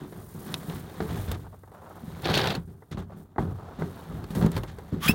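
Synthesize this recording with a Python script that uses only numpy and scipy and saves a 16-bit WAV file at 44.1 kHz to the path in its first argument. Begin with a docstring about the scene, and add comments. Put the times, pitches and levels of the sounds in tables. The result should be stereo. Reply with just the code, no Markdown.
"""Outdoors on open snow: an electric tracked bike crawls over snow and up a wooden ramp.
The track rumbles and rustles as filtered noise and grains, with its effort and at every jolt.
Snow creaks in runs of grains, a hollow body booms as ringing modes, hard parts clack as noise bursts.
Halfway two layers of grains make a loud gritty scrape.
At the end a pulsed-noise rasp tightens into a harmonic squeak, with a bang."""
import sys
import numpy as np
from scipy import signal
from scipy.fft import rfft, irfft, next_fast_len
from scipy.io import wavfile
from scipy.ndimage import uniform_filter1d

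SR = 44100
rng = np.random.default_rng(int(sys.argv[2]) if len(sys.argv) > 2 else 0)


def int16_out(signal):
    """Quantize to a 16-bit WAV file."""
    q = np.round(np.clip(np.atleast_2d(signal).T, -1, 1) * 32767)
    wavfile.write(sys.argv[1], SR, q.astype(np.int16))


N = 226751
PADDED = next_fast_len(N, real=True)
TIME_S = np.arange(N) / SR
FREQ_HZ = np.maximum(np.fft.rfftfreq(PADDED, 1 / SR), 1)


def undb(db):
    """Decibels to amplitude gain."""
    return 10 ** (np.asarray(db) / 20)


def unit(x):
    """Scale to rms 1."""
    return x / np.sqrt(np.mean(x ** 2))


def curves(rows):
    """Each column of a table, interpolated linearly in time."""
    s, *columns = np.transpose(rows)
    return [np.interp(TIME_S, s, column) for column in columns]


def spectra(rows):
    """Each column of a table, interpolated linearly in log frequency."""
    hz, *columns = np.transpose(rows)
    return [np.interp(np.log(FREQ_HZ), np.log(hz), column) for column in columns]


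def colour(x, points):
    """Filter by a (frequency [Hz], level [dB]) spectrum, to rms 1."""
    spectrum = rfft(x, PADDED) * undb(spectra(points)[0])
    return unit(irfft(spectrum, PADDED)[..., :N])


def add(out, s, x):
    """Mix a sound in at time s."""
    start = max(int(s * SR), 0)
    out[..., start:start + x.shape[-1]] += x[..., :N - start]


def swells(rows, attack_s, t60_s):
    """Gain of events that each rise, hold and die away; their powers add."""
    power = np.zeros(N)
    t = TIME_S[:SR]
    for s, length_s, db in rows:
        rise = np.minimum(t / attack_s, 1)
        fall_db = -60 * np.maximum(t - length_s, 0) / t60_s
        add(power, s, (rise * undb(db + fall_db)) ** 2)
    return np.sqrt(power)


def grains(rate_hz, spread_db, decay_s):
    """Two channels of noise in dense little bursts, many small and a few large."""
    chance = rng.random(N)
    size = np.minimum(rng.exponential(size=N), np.pi)
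    power = (chance < rate_hz / SR) * undb(spread_db * size) ** 2
    power = signal.lfilter([1], [1, -np.exp(-2 / (decay_s * SR))], power)
    return np.sqrt(power) * rng.standard_normal((2, N))


# narrow resonances of the hard sounds: (frequency [Hz], width [Hz], gain [dB])
SHELL = [(752, 86, 2), (1590, 220, 2), (3220, 530, 2), (3725, 670, 12.5), (4360, 46, 6)]


def shell(x):
    """Boost the narrow resonances in a sound, one after another."""
    for hz, width_hz, db in SHELL:
        ring = signal.lfilter(*signal.iirpeak(hz, hz / width_hz, fs=SR), x)
        x = x + (undb(db) - 1) * ring
    return x


# modes of the hollow body: (frequency [Hz], level [dB], t60 [s])
BODY = [(50, -6.5, .2), (75.6, -14.5, 0.074), (93.6, -10.5, 0.33), (106, -24, 0.13), (130, -19, 0.34),
        (166.7, 6, 0.093), (202.6, -2.5, 0.091), (220, 0.5, 0.037), (294, -4, 0.066), (377.2, 3, 0.054),
        (435.5, 2.5, 0.44), (523, -10.5, 0.045)]


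def body(x):
    """Ring the hollow body's modes, in parallel, with a noise input."""
    out = 0
    for hz, db, t60_s in BODY:
        q = hz * t60_s * np.pi / np.log(1000)
        out = out + undb(db) * signal.lfilter(*signal.iirpeak(hz, q, fs=SR), x)
    return out


# track work before and after the scrape: (time [s], effort as grit level [dB], hiss before trim [dB])
APPROACH, CLIMB = [
    [(0.0, -57, -66), (0.2, -69.5, -59), (0.43, -58, -54.5), (0.62, -55, -54.5), (0.84, -57, -62.5),
     (1.22, -52, -52), (1.44, -68, -66), (1.63, -73.5, -71), (2.2, -55.5, -60.5)],
    [(2.63, -77.5, -69.5), (3.42, -74.5, -82.5), (3.55, -65.5, -69), (3.83, -58, -74.5), (3.97, -57.5, -63),
     (4.23, -59.5, -66.5), (4.49, -56.5, -62.5), (4.72, -63, -67), (5.0, -60.5, -68)],
]
# puffs of fine hiss: (time [s], length [s], level [dB])
PUFFS = [(0.68, 0.13, -52), (2.975, 0.026, -62), (3.16, .07, -64), (3.39, 0.13, -65.5), (3.79, 0.13, -59),
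         (4.35, .06, -49), (4.54, 0.027, -53)]
# hiss spectrum: (frequency [Hz], level [dB])
HISS = [(2000, -26), (4500, -6.5), (8000, -2.5), (9200, 2.5), (10300, -0.5), (15500, 2)]
PUFF_ATTACK_S, PUFF_T60_S, HISS_TRIM_DB = 0.006, 0.14, 3


def hiss():
    """Fine grains, nearly all in the middle, swell with the track and come in puffs."""
    mid, side = colour(grains(rate_hz=1100, spread_db=4.5, decay_s=0.0069), HISS)
    steady = undb(curves([*APPROACH, *CLIMB])[1] + HISS_TRIM_DB)
    gain = np.hypot(steady, swells(PUFFS, PUFF_ATTACK_S, PUFF_T60_S))
    return (mid + undb(-27.5) * side * np.array([[1], [-1]])) * gain


# packed snow under load: (time [s], length [s], level [dB])
CREAKS = [(1.44, 0.031, -48.5), (1.52, 0.031, -52.5), (1.635, 0.023, -53), (1.675, 0.012, -47),
          (1.72, 0.082, -49), (1.815, 0.17, -47.5), (3.095, .04, -48), (3.58, 0.16, -48),
          (3.95, 0.084, -48.5)]
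# creak spectrum: (frequency [Hz], level [dB])
CREAK = [(250, -9), (450, 1), (750, 2), (1300, -3), (1700, -13), (2300, -22), (4000, -29.5), (9000, -37)]
CREAK_ATTACK_S, CREAK_T60_S = 0.0038, 0.044


def creaks():
    """Packed snow gives way in runs of small dull cracks."""
    cracks = colour(grains(rate_hz=420, spread_db=2.0, decay_s=0.004), CREAK)
    return cracks * swells(CREAKS, CREAK_ATTACK_S, CREAK_T60_S)


# modes of a small hard part: (frequency [Hz], level [dB], t60 [s])
CLICK = [(1490, -16.5, 0.022), (3000, -15.5, 0.0063), (3710, 0.5, 0.0071), (5150, -10, 0.0067),
         (9600, -8, 0.0052)]
CLICK_S, CLICK_DB = 0.5419, -13


def click():
    """A small hard part snaps once and rings for a few milliseconds."""
    out, t = np.zeros(N), TIME_S[:SR // 10]
    modes = [np.sin(2 * np.pi * hz * t) * undb(CLICK_DB + db - 60 * t / t60_s) for hz, db, t60_s in CLICK]
    add(out, CLICK_S, sum(modes))
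    return out


# hard contacts: (time [s], woody level [dB], sharp level [dB], snap level [dB], length [factor])
CLACKS = [(0.124, -37.5, -56, -64, 0.98), (0.543, -37.5, -27.5, -43, 1), (0.698, -35.5, -36.5, -49, 0.82),
          (1.004, -24, -38.5, -58, 0.97), (1.315, -30.5, -31, -30.5, 0.92), (1.635, -40, -73, -67, 0.56),
          (1.718, -44, -61, -70, 0.31), (2.22, -51.5, -59, -42, 1), (2.254, -24, -24, -59, 1.3),
          (2.289, -26, -33, -51, 3.9), (2.34, -37.5, -18, -38, 1.6), (2.351, -35.5, -23, -36, 1.6),
          (2.375, -30, -14.5, -31, 1), (2.393, -27, -27, -43, 1.6), (2.4724, -29, -17.5, -35, .6),
          (2.503, -33, -23, -42, 1), (2.551, -29, -29.5, -41.5, 1.7), (2.822, -42.5, -74, -68, 0.83),
          (2.915, -42, -41, -43.5, 0.33), (2.972, -35.5, -50, -61, 1.5), (3.3605, -34.5, -81, -76, .7),
          (3.382, -17, -48, -55, 0.87), (3.821, -24, -48, -56, 0.64), (4.241, -33.5, -40.5, -49, 0.77),
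          (4.304, -43, -49.5, -49, 6.3), (4.35, -35.5, -44, -39.5, 2.1), (4.424, -28, -48, -45, 1.3),
          (4.462, -24.5, -33, -36.5, 0.79), (4.517, -37, -50, -34.5, 0.54),
          (4.565, -24.5, -29.5, -35.5, 0.97), (4.576, -32.5, -38, -41, 1.64),
          (4.634, -31, -38.5, -44.5, 1.17), (4.785, -35, -50.5, -49.5, 1.1), (5.093, -21, -35, -43, 0.86)]
CONTACT_RISE_S = 0.00025


def burst(column, spectrum, t60_s, tail_db, tail_t60_s):
    """One colour of all clacks: a fast crack plus a weaker tail, at that column's levels."""
    level, t = np.zeros(N), TIME_S[:SR // 4]
    rise = 1 - np.exp(-t / CONTACT_RISE_S)
    tail = undb(tail_db - 60 * t / tail_t60_s)
    for row in CLACKS:
        crack = undb(-60 * t / (t60_s * max(row[-1], 0.1)))
        add(level, row[0], rise * (crack + tail) * undb(row[column]))
    noise = colour(shell(rng.standard_normal((2, N))), spectrum)
    # flatten the noise so a single blow dies away evenly
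    return level * noise / np.sqrt(uniform_filter1d(noise ** 2, size=200))


# clack spectra: (frequency [Hz], level [dB per Hz])
WOODY = [(150, 0), (400, 12), (620, -0.5), (850, 2), (1200, -3), (1500, -8), (2100, -8.5), (2600, -39.5),
         (5000, -52)]
SHARP = [(900, -15.5), (1900, -1), (2700, 7), (3600, -4), (4500, -0.5), (5400, -5), (7000, -8),
         (10000, -22.5), (15000, -21)]
SNAP = [(3000, -10), (6000, -4.5), (9500, -0.5), (15000, -2.5)]


def clacks():
    """Hard contacts: noise bursts in woody, sharp and snapping colours."""
    woody = burst(1, WOODY, t60_s=0.063, tail_db=-32.5, tail_t60_s=0.083)
    sharp = burst(2, SHARP, t60_s=0.025, tail_db=-25.0, tail_t60_s=0.11)
    snap = burst(3, SNAP, t60_s=0.036, tail_db=-25.5, tail_t60_s=0.06)
    return woody + sharp + snap


# heavy knocks: (time [s], peak before trim [dB], boom centre [Hz], ring length [factor])
KNOCKS = [(0.018, -26.5, 324, 6.6), (0.683, -17.5, 165, 1.5), (1.004, -10, 367, 1.05),
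          (1.188, -22, 95, 1.1), (1.286, -16.5, 81, 2.9), (2.036, -22, 220, 2), (2.078, -21, 160, 1.2),
          (2.303, -12, 165, 1.9), (2.577, -16, 147, 1.13), (2.913, -23, 202.6, 1), (2.947, -16, 140, 0.94),
          (3.382, -21, 317, 1.1), (3.39, -8.5, 140, 2.4), (3.478, -18, 101, 1), (3.788, -18.5, 190, 0.65),
          (4.305, -18.5, 186.8, 5.4), (4.356, -18, 202, 1), (4.396, -10, 175, 2.3),
          (4.425, -6.5, 201, 2.44), (4.446, -0.5, 177, 0.78), (4.465, -10, 212, 1.4),
          (4.922, -21, 202, 1.3), (5.094, 0, 230, 1.25)]
KNOCK_TRIM_DB = -7


def knocks(reach_octaves=0.15, detune=0.02):
    """Each knock rings the body near its own centre; a short, damped one reaches more modes."""
    out, t = np.zeros(N), TIME_S[:SR // 2]
    hz, db, t60_s = np.transpose(BODY)[:, :, None]
    chances = rng.standard_normal((len(KNOCKS), len(BODY), 1))
    for (s, peak_db, centre_hz, length), chance in zip(KNOCKS, chances):
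        length = max(length, 0.1)
        weight = undb(db) / (1 + (np.log2(hz / centre_hz) * length / reach_octaves) ** 2)
        tone = np.sin(2 * np.pi * hz * (1 + detune * chance) * t)
        ring = tone * undb(-60 * t / (t60_s * length))
        boom = np.sum(weight * ring, axis=0)
        add(out, s, boom / np.abs(boom).max() * undb(peak_db + KNOCK_TRIM_DB))
    return out


# scrape spectra: (frequency [Hz], level [dB])
SCRAPE_LOW = [(35, -14.5), (80, 2), (160, 9.5), (260, -4.5), (410, 0), (750, -4), (1050, -8.5), (1650, -9),
              (2400, -15), (5000, -33)]
SCRAPE_HIGH = [(1000, -18.5), (2400, -2.5), (3500, -3), (4500, 0.5), (5400, -5), (7500, -20.5),
               (15000, -22)]
SCRAPE_S, SCRAPE_LENGTH_S, SCRAPE_ATTACK_S, SCRAPE_T60_S = 2.225, 0.304, 0.032, 0.17
SCRAPE_LOW_DB, SCRAPE_BRIGHT_DB, SCRAPE_PEAK_S = -24, -29.5, 2.37
SCRAPE_LOW_SAG_DB_PER_S, SCRAPE_BRIGHT_SAG_DB_PER_S = 23.5, 67.5


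def scrape():
    """The track slips and grinds: coarse low grains hold, bright ones peak more steeply."""
    contact = swells([(SCRAPE_S, SCRAPE_LENGTH_S, 0)], SCRAPE_ATTACK_S, SCRAPE_T60_S)
    off_peak_s = np.abs(TIME_S - SCRAPE_PEAK_S)
    grind = grains(rate_hz=700, spread_db=2.5, decay_s=0.006)
    crunch = grains(rate_hz=300, spread_db=3.5, decay_s=0.003)
    low_gain = undb(SCRAPE_LOW_DB - SCRAPE_LOW_SAG_DB_PER_S * off_peak_s)
    bright_gain = undb(SCRAPE_BRIGHT_DB - SCRAPE_BRIGHT_SAG_DB_PER_S * off_peak_s)
    low = colour(shell(grind), SCRAPE_LOW) * low_gain
    bright = colour(shell(crunch), SCRAPE_HIGH) * bright_gain
    return contact * (low + bright)


# stick-slip: (time [s], slip rate [Hz], level [dB], roughness [clipped to 0-1])
SQUEAK = [(5.005, 1097, -51.5, .98), (5.031, 1135, -30, 0.68), (5.064, 1212, -25.5, 0.63),
          (5.077, 1634, -29.5, 1.1), (5.083, 2458, -16.5, 0.22), (5.096, 2564, -15.5, 0.03),
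          (5.104, 2640, -24, .1), (5.111, 2670, -22, .1), (5.14, 2660, -54, .4)]
# squeak partials: (multiple of slip rate, level [dB])
PARTIALS = [(1, 7), (2, -6.5), (3, -14), (4, -9.5), (5, -10), (6, -7)]
# rasp spectrum: (frequency [Hz], level [dB])
RASP = [(600, -34), (950, -13), (1200, -4), (1600, 1), (2300, -3.5), (3200, 4), (4200, -6.5), (8500, -17.5),
        (11000, -8), (13500, -15), (15000, -11)]


def squeak(wobble=0.22):
    """Rubber sticks and slips: a ragged rasp that speeds up and locks into a clear tone."""
    slip_hz, db, rough = curves(SQUEAK)
    rough = np.clip(rough, 0, 1)
    jitter = unit(uniform_filter1d(rng.standard_normal(N), size=24))
    phase = 2 * np.pi * np.cumsum(slip_hz * (1 + wobble * rough * jitter)) / SR
    tone = unit(sum(undb(partial_db) * np.sin(k * phase) for k, partial_db in PARTIALS))
    rasp = colour(rng.standard_normal((2, N)) * (1 + np.cos(phase)), RASP)
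    mix = np.sqrt(1 - rough) * tone * np.array([[1], [0.3]]) + np.sqrt(rough) * rasp
    return mix * undb(db) * (TIME_S > SQUEAK[0][0])


# layer laws: (level at cruising effort [dB], gain per effort [dB/dB])
DEEP_LAW, BOOM_LAW, RUSTLE_LAW, GRIT_LAW = (-51.5, 0.43), (-49.5, 0.73), (-51, 0.84), (-59, 1.14)
CRUISE_DB = -60


def running(law):
    """Gain of a layer that grows with the effort of the track."""
    level_db, slope = law
    effort_db = curves([*APPROACH, *CLIMB])[0]
    return undb(level_db + slope * (effort_db - CRUISE_DB))


# jolts that shake bike and snow:
# (time [s], length [s], boom [dB], deep rumble [dB], rustle [dB], grit [dB])
JOLTS = [(0.005, 0.038, -37.5, -63, -48, -65), (0.122, 0.1, -47, -49, -52, -61),
         (0.342, .04, -38.5, -51, -50.5, -72), (0.457, 0.073, -37.5, -49, -48, -51.5),
         (0.685, 0.1, -40.5, -46, -47.5, -51.5), (1, 0.041, -35, -38, -41.5, -51),
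         (1.086, 0.1, -38.5, -35, -42.5, -48.5), (1.27, 0.078, -38.5, -36.5, -43, -47.5),
         (1.396, 0.039, -46, -46, -64, -62), (2.08, 0.101, -50, -45, -54.5, -62),
         (2.557, 0.022, -40, -39.5, -46.5, -61), (2.672, 0.034, -42.5, -50, -58, -68),
         (2.909, 0.019, -35, -42, -44.5, -47.5), (2.969, 0.033, -36, -39.5, -44, -51),
         (3.11, 0.1, -45, -49.5, -55, -68), (3.387, 0.036, -28, -32.5, -36.5, -55),
         (3.448, 0.08, -45, -40.5, -46.5, -66), (3.783, 0.068, -33, -40.5, -42, -58),
         (4.091, 0.11, -39.5, -37, -46, -64), (4.354, 0.034, -27, -35, -35, -46.5),
         (4.408, 0.044, -24, -38.5, -33, -44), (4.521, 0.052, -38, -31.5, -47, -46),
         (4.673, 0.026, -44.5, -40.5, -51.5, -48), (4.921, 0.013, -25.5, -33, -43, -54.5),
         (5.057, 0.077, -29, -31.5, -39, -46)]
# deep and boom spectra: (frequency [Hz], level [dB per Hz])
DEEP = [(20, -35), (35, -17), (50, -2.5), (80, 2), (105, 2), (135, -11.5), (220, -48.5)]
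BOOM = [(70, -40), (120, 2), (170, 1.5), (215, -2.5), (265, -3), (400, -8), (520, -18), (900, -26.5)]
# rustle and grit spectra: (frequency [Hz], level [dB])
RUSTLE = [(150, -1.5), (350, 7.5), (550, 1.5), (800, 0.5), (1250, -2.5), (1700, -12.5), (2300, -25),
          (4000, -35.5), (9000, -32)]
GRIT = [(900, -1.5), (1900, 6.5), (2700, -2), (3700, -8), (5000, -7.5), (7000, -8), (10000, -17.5),
        (15000, -49.5)]
JOLT_ATTACK_S = 0.0066
DEEP_T60_S, BOOM_T60_S, RUSTLE_T60_S, GRIT_T60_S = 0.63, 0.35, 0.23, 0.13


def track():
    """Lugs bump and shake the body, snow rustles and crackles under them; jolts stir it all up."""
    s, length_s, boom_db, deep_db, rustle_db, grit_db = np.transpose(JOLTS)

    def layer_gain(law, db, t60_s):
        """Running and jolt powers add."""
        return np.hypot(running(law), swells(zip(s, length_s, db), JOLT_ATTACK_S, t60_s))

    deep = colour(body(rng.standard_normal((2, N))), DEEP)
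    boom = colour(body(grains(rate_hz=550, spread_db=2.0, decay_s=0.036)), BOOM)
    rustle = colour(shell(grains(rate_hz=600, spread_db=2.5, decay_s=0.0088)), RUSTLE)
    grit = colour(shell(grains(rate_hz=3800, spread_db=5.0, decay_s=0.0021)), GRIT)
    return (layer_gain(DEEP_LAW, deep_db, DEEP_T60_S) * deep
            + layer_gain(BOOM_LAW, boom_db, BOOM_T60_S) * boom
            + layer_gain(RUSTLE_LAW, rustle_db, RUSTLE_T60_S) * rustle
            + layer_gain(GRIT_LAW, grit_db, GRIT_T60_S) * grit)


# two microphone ports: (frequency [Hz], left minus right [dB], likeness [0-1], left lead [rad])
PORTS = [(60.3, 0, 1, .08), (150.4, -0.1, 0.98, 0.18), (380, 1, 1, 0.37), (700, 3, 1, 0.64),
         (1520, 6, 0.87, 0.76), (2420, 2.5, 0.3, 1.34), (4250, 7.5, 0.5, 2.26), (7750, 5.5, 0.17, 0.15),
         (15140, 0, 0.5, .3)]


def ports(x):
    """Bass reaches both ports alike; treble is stronger and earlier on the left, less alike on the right."""
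    pan_db, likeness, lead_rad = spectra(PORTS)
    likeness = np.clip(likeness, 0, 1)
    shared, own = rfft(x, PADDED)
    right = likeness * shared + np.sqrt(1 - likeness ** 2) * own
    right = right * np.exp(-1j * lead_rad)
    both = np.array([shared * undb(pan_db / 2), right * undb(-pan_db / 2)])
    return irfft(both, PADDED)[:, :N]


def scene():
    """Everything is close and dry: open snow gives no echo."""
    booms = np.array([knocks(), np.zeros(N)])  # in the shared channel only
    through_ports = track() + creaks() + scrape() + clacks() + squeak() + booms
    return ports(through_ports) + hiss() + click() * np.array([[1], [0.55]])


TOP_HZ = 16100


def record(dry):
    """The microphone drops the deepest bass and cuts the top."""
    dry = signal.sosfilt(signal.butter(4, 40, "high", fs=SR, output="sos"), dry)
    return signal.sosfilt(signal.ellip(10, 0.2, 80, TOP_HZ, fs=SR, output="sos"), dry)


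dry = scene()
out = record(dry)
int16_out(out)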